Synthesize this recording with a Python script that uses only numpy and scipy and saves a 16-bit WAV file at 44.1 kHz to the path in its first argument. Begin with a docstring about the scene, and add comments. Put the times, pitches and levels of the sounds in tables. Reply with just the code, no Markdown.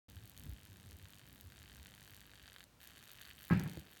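"""Outdoors, in dry leaf litter. A snake shakes its tail at about 50 Hz: two bouts, a short rest.
Each swing makes four contacts with leaves, grit and sand; each clicks, crackles and rustles.
Near the end a wooden panel bangs shut close by, booms and settles.
Soft low bumps reach the hand-held microphone. Faint air lies below."""
import sys
import numpy as np
from scipy import signal
from scipy.fft import rfft, irfft
from scipy.io import wavfile

SR = 44100
rng = np.random.default_rng(int(sys.argv[2]) if len(sys.argv) > 2 else 0)


def waveform_to_disk(signal):
    """Save audio, clipped to [-1, 1], as 16-bit WAV at the path in sys.argv[1]."""
    frames = np.transpose(np.atleast_2d(signal))
    scaled = np.clip(frames, -1, 1) * 32767
    samples = np.round(scaled).astype(np.int16)
    wavfile.write(sys.argv[1], SR, samples)


N = 176400
TIME_S = np.arange(N) / SR

# tail swing rate per bout: t/s, f/Hz
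BOUT_1_RATE = [(0.085, 51.88), (0.3, 49.78), (0.68, 51.59), (0.82, 49.33), (0.98, 52.08), (1.15, 49.68),
               (1.4, 48.19), (1.56, 51.49), (1.82, 49.09), (2, 51.15), (2.25, 50.11), (2.5, 48.31),
               (2.65, 44.01)]
BOUT_2_RATE = [(2.8, 62.41), (2.95, 54.24), (3.18, 49.25), (3.34, 52.38), (3.5, 47.74), (3.7, 50.49),
               (4.0, 50.8)]
# contacts in one swing: phase/cycles, leaf gain/dB, grit and sand gain/dB, jitter/s
BOUT_1_CONTACTS = [(0, -14, 1, .0002), (0.239, -24.5, -40, 0.00037), (0.486, 1, -7.5, .0002),
                   (0.761, -6.5, -25, .0003)]
BOUT_2_CONTACTS = [(0, -9, -0.5, 0.00023), (0.199, -19.5, -34, 0.00048), (.45, 1, -6.5, 0.00044),
                   (.81, 1, -8.5, .0004)]
# contact force: t/s, leaf level/dB, grit level/dB, sand level/dB
CONTACT_FORCE = [(.1, -34.5, -36, -36.5), (.5, -35.5, -36, -34), (.95, -36, -34, -35.5),
                 (1.14, -31, -34, -37), (1.3, -32, -39, -35), (1.45, -37.5, -34.5, -33),
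                 (1.56, -30.5, -35.5, -35), (1.74, -32, -35.5, -34.5), (1.9, -30.5, -35, -38),
                 (2.15, -31.5, -32, -30), (2.28, -31.5, -41.5, -41), (2.41, -27.5, -35.5, -36),
                 (2.63, -28.5, -35.5, -33), (2.82, -36, -32.5, -24.5), (2.93, -32.5, -34, -36),
                 (3.15, -31, -32.5, -26.5), (3.23, -27.5, -34, -32), (3.32, -27.5, -39, -30),
                 (3.347, -39, -41, -43), (3.38, -31, -30.5, -25.5), (3.78, -30.5, -32, -31.5),
                 (3.86, -37.5, -41.5, -32), (3.979, -33.5, -32, -29)]
# litter spectra: f/Hz, level/dB
LEAF_SPECTRUM = [(300, -22), (950, -9), (1300, -4.5), (1650, 3.5), (2250, -4), (2550, -1), (2800, -2),
                 (3150, 2.5), (3450, -4.5), (3750, 1), (4150, -8.5), (4550, -1), (5050, -16), (9000, -14.5),
                 (17000, -33)]
GRIT_SPECTRUM = [(300, -8.5), (1500, -16.5), (4000, -2), (5300, -7), (6700, -3), (7700, -5), (9300, -1.5),
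                 (10400, -8.5), (12300, -3), (14700, -10.5), (17000, -19)]
SAND_SPECTRUM = [(300, -46), (5000, -29), (9000, -9), (10400, -10.5), (12300, -4), (14700, -8.5),
                 (16800, -5.5)]

# panel blows: t/s, boom level/dB, clack level/dB
PANEL_BLOWS = [(3.5009, -65, -35), (3.5085, -23.5, -33), (3.514, -38, -35.5), (3.5250, -29, -34),
               (3.533, -25, -59), (3.558, -39.5, -70), (3.606, -38, -49.5), (3.66, -40.5, -47.5)]
# panel modes: f/Hz, level/dB, T60/s
BOOM_MODES = [(80.7, -13, 0.254), (119.7, -11.5, 0.294), (178.7, 0, 0.18), (249, -9, 0.084),
              (299.5, -9.5, 0.144), (367, -32, 0.3)]
CLACK_MODES = [(545, -23, 0.069), (826, -9.5, 0.097), (1116, -6.5, 0.043), (1280, -12.5, 0.08),
               (1364, -7.5, 0.037), (1634, -3.5, 0.038), (1750, -13.5, 0.034), (2016, -13, .06),
               (2290, -14, 0.082)]
KNOCK_MODES = [(76, 2.5, 0.1), (141, 4, 0.065), (324, 0, 0.068), (486, -2.5, .025), (760, -20, 0.013)]
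# bang reverberation, octave bands: f/Hz, level/dB, T60/s
REVERB_BANDS = [(151, -28.5, 0.54), (329, -51.5, 1), (700, -52, 0.8), (1470, -56, 0.55), (1877, -45, 0.56),
                (3570, -54, .4)]

# microphone bumps: t/s, half-width/s, f/Hz, level/dB
MIC_BUMPS = [(0.173, 0.013, 89.5, -42.5), (0.239, 0.019, 109, -51.5), (.46, 0.042, 152, -55),
             (.492, 0.013, 80, -38), (0.523, 0.014, 59.7, -40.5), (0.712, 0.019, 96, -53),
             (.872, 0.012, 105, -50.5), (0.941, 0.025, 82, -50.5), (1.04, 0.013, 84, -48.5),
             (1.464, .018, 84, -48.5), (1.804, 0.026, 73, -51.5)]
# handling rumble envelope: t/s, level/dB
RUMBLE_ENVELOPE = [(.1, -58.5), (.35, -63.5), (.47, -51), (.6, -63), (.9, -60), (1.1, -64), (1.7, -61.5),
                   (2.35, -64.5), (2.6, -69), (3.4, -66), (4, -70)]
# background spectra: f/Hz, level/dB
RUMBLE_SPECTRUM = [(20, -36), (40, -5), (62, 2.5), (90, 0), (140, -3.5), (260, -10), (420, -22),
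                   (900, -44.5)]
AIR_SPECTRUM = [(30, -5.5), (120, 2), (300, 4), (700, 1.5), (1500, -3.5), (4000, -6.5), (9000, -12.5),
                (17000, -12.5)]


def snake_tail():
    """Two bouts of tail strikes on leaves, grit and sand."""
    first = bout_clicks(BOUT_1_RATE, BOUT_1_CONTACTS, start_cycles=.235)
    second = bout_clicks(BOUT_2_RATE, BOUT_2_CONTACTS, start_cycles=.53)
    leaf, grit, sand = first + second
    return (litter_crunch(leaf, LEAF_SPECTRUM, crackle_db=-6.5, rustle_db=-31)
            + litter_crunch(grit, GRIT_SPECTRUM, crackle_db=-8, rustle_db=-36.5)
            + litter_crunch(sand, SAND_SPECTRUM, crackle_db=-19, rustle_db=-38.5))


def bout_clicks(rate, contacts, start_cycles, leaf_spread_db=2.26, grit_spread_db=4):
    """Each swing repeats the same contacts. Returns leaf, grit and sand click trains."""
    rate_s, rate_hz = np.transpose(rate)
    bout_s = TIME_S[(TIME_S >= rate_s[0]) & (TIME_S <= rate_s[-1])]
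    swing_cycles = start_cycles + np.cumsum(np.interp(bout_s, rate_s, rate_hz)) / SR
    force_s, *force_db = np.transpose(CONTACT_FORCE)
    trains = np.zeros((3, N))
    for phase_cycles, leaf_db, grit_db, jitter_s in contacts:
        hit_cycles = np.arange(int(swing_cycles[-1]) + 1) + phase_cycles
        in_bout = (hit_cycles > swing_cycles[0]) & (hit_cycles < swing_cycles[-1])
        time_dev, leaf_dev, grit_dev, sand_dev = rng.standard_normal((len(hit_cycles), 4)).clip(-2, 2).T
        hit_s = np.interp(hit_cycles, swing_cycles, bout_s) + jitter_s * time_dev
        gains_db = (leaf_db + leaf_spread_db * leaf_dev,
                    grit_db + grit_spread_db * grit_dev,
                    grit_db + grit_spread_db * (grit_dev + sand_dev))
        for train, curve_db, gain_db in zip(trains, force_db, gains_db):
            hit_db = np.interp(hit_s, force_s, curve_db) + gain_db
            train += clicks(hit_s, in_bout * from_db(hit_db))
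    return trains


def litter_crunch(hits, spectrum, crackle_db, rustle_db, crackles_per_s=3500):
    """Struck litter: a sharp click, a burst of crackles, a faint rustle."""
    grains = (rng.random(N) < crackles_per_s / SR) * rng.standard_normal(N)
    crackle = grains * fade(hits, decay_s=.0011)
    rustle = rng.standard_normal(N) * np.sqrt(fade(hits ** 2, decay_s=.0056))
    return colour(hits + from_db(crackle_db) * crackle + from_db(rustle_db) * rustle, spectrum)


def panel_bang(chatter_s=.003, chatter_db=-8.5, clack_band_hz=(794, 2320),
               knock_s=3.773, knock_db=-42.5, radiation_cutoff_hz=56):
    """A wooden panel hits, chatters and settles with a last knock; it radiates little deep bass."""
    blow_s, boom_db, clack_db = np.transpose(PANEL_BLOWS)
    boom = ring(clicks(blow_s, from_db(boom_db)), BOOM_MODES)
    hits = clicks(blow_s, from_db(clack_db))
    chatter = rng.standard_normal(N) * fade(hits, chatter_s) / np.sqrt(chatter_s * SR / 2)
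    clack = ring(hits + from_db(chatter_db) * chatter, CLACK_MODES)
    clack = butterworth(clack, "band", clack_band_hz, order=4)
    knock = ring(clicks([knock_s], from_db(knock_db)), KNOCK_MODES)
    return butterworth(boom + clack + knock + bang_reverb(), "high", radiation_cutoff_hz, order=2)


def bang_reverb(onset_s=3.508, rise_s=.0096):
    """Diffuse reverberation, decaying band by band."""
    age_s = np.maximum(TIME_S - onset_s, 0)
    out = np.zeros(N)
    for hz, db, t60_s in REVERB_BANDS:
        band = butterworth(rng.standard_normal(N), "band", [hz / np.sqrt(2), hz * np.sqrt(2)], order=5)
        envelope = (1 - np.exp(-age_s / rise_s)) * from_db(-60 * age_s / t60_s)
        out += from_db(db) * envelope * unit_rms(band)
    return out


def handling_noise():
    """Hand on the microphone: low rumble, soft bumps of a few cycles."""
    rumble_db = np.interp(TIME_S, *np.transpose(RUMBLE_ENVELOPE))
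    out = from_db(rumble_db) * noise(RUMBLE_SPECTRUM)
    for peak_s, half_width_s, hz, db in MIC_BUMPS:
        offset_s = TIME_S - peak_s
        envelope = np.exp(-(offset_s / half_width_s) ** 2)
        out += from_db(db) * envelope * np.cos(2 * np.pi * hz * offset_s)
    return out


def outdoor_air(level_db=-69.5):
    """Faint, steady broadband noise."""
    return from_db(level_db) * noise(AIR_SPECTRUM)


def from_db(db):
    """Decibels to gain."""
    return 10 ** (np.asarray(db) / 20)


def unit_rms(x):
    """Scale to rms 1."""
    return x / np.sqrt(np.mean(x ** 2) + 1e-20)


def clicks(times_s, gains):
    """One-sample impulses."""
    out = np.zeros(N)
    np.add.at(out, np.clip((np.asarray(times_s) * SR).astype(int), 0, N - 1), gains)
    return out


def fade(x, decay_s):
    """Exponential decay after each impulse."""
    return signal.lfilter([1], [1, -np.exp(-1 / (decay_s * SR))], x + 1e-18)


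def ring(x, modes):
    """Damped modes driven by x."""
    out = np.zeros(N)
    for hz, db, t60_s in modes:
        radius = from_db(-60 / (t60_s * SR))
        step_rad = 2 * np.pi * hz / SR
        feedback = [1, -2 * radius * np.cos(step_rad), radius ** 2]
        out += signal.lfilter([0, from_db(db) * np.sin(step_rad)], feedback, x + 1e-18)
    return out


def butterworth(x, kind, edges_hz, order):
    """Causal, maximally flat filter."""
    return signal.sosfilt(signal.butter(order, edges_hz, kind, fs=SR, output="sos"), x)


def colour(x, spectrum, taps=8192):
    """Minimum-phase filter from a table of f/Hz, level/dB."""
    hz, db = np.transpose(spectrum)
    grid_hz = np.maximum(np.arange(taps // 2 + 1) * SR / taps, 1)
    grid_db = np.interp(np.log(grid_hz), np.log(hz), db)
    cepstrum = irfft(np.log(from_db(grid_db)))
    cepstrum[1:taps // 2] *= 2   # fold onto positive time
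    cepstrum[taps // 2 + 1:] = 0
    impulse_response = irfft(np.exp(rfft(cepstrum)))
    return signal.fftconvolve(x, impulse_response)[:N]


def noise(spectrum):
    """Coloured noise, rms 1."""
    return unit_rms(colour(rng.standard_normal(N), spectrum))


def scene():
    """Mono sum: tail, bang, handling, air."""
    return (snake_tail() + panel_bang() + handling_noise() + outdoor_air())[None]


def record(dry, low_cut_hz=47.4, high_cut_hz=17150, start_s=.084):
    """Deep bass and top cut; silent until start_s."""
    gated = butterworth(dry, "high", low_cut_hz, order=3) * (TIME_S > start_s)
    lowpass = signal.ellip(12, .2, 70, high_cut_hz, fs=SR, output="sos")
    return signal.sosfilt(lowpass, gated)


dry = scene()
out = record(dry)
waveform_to_disk(out)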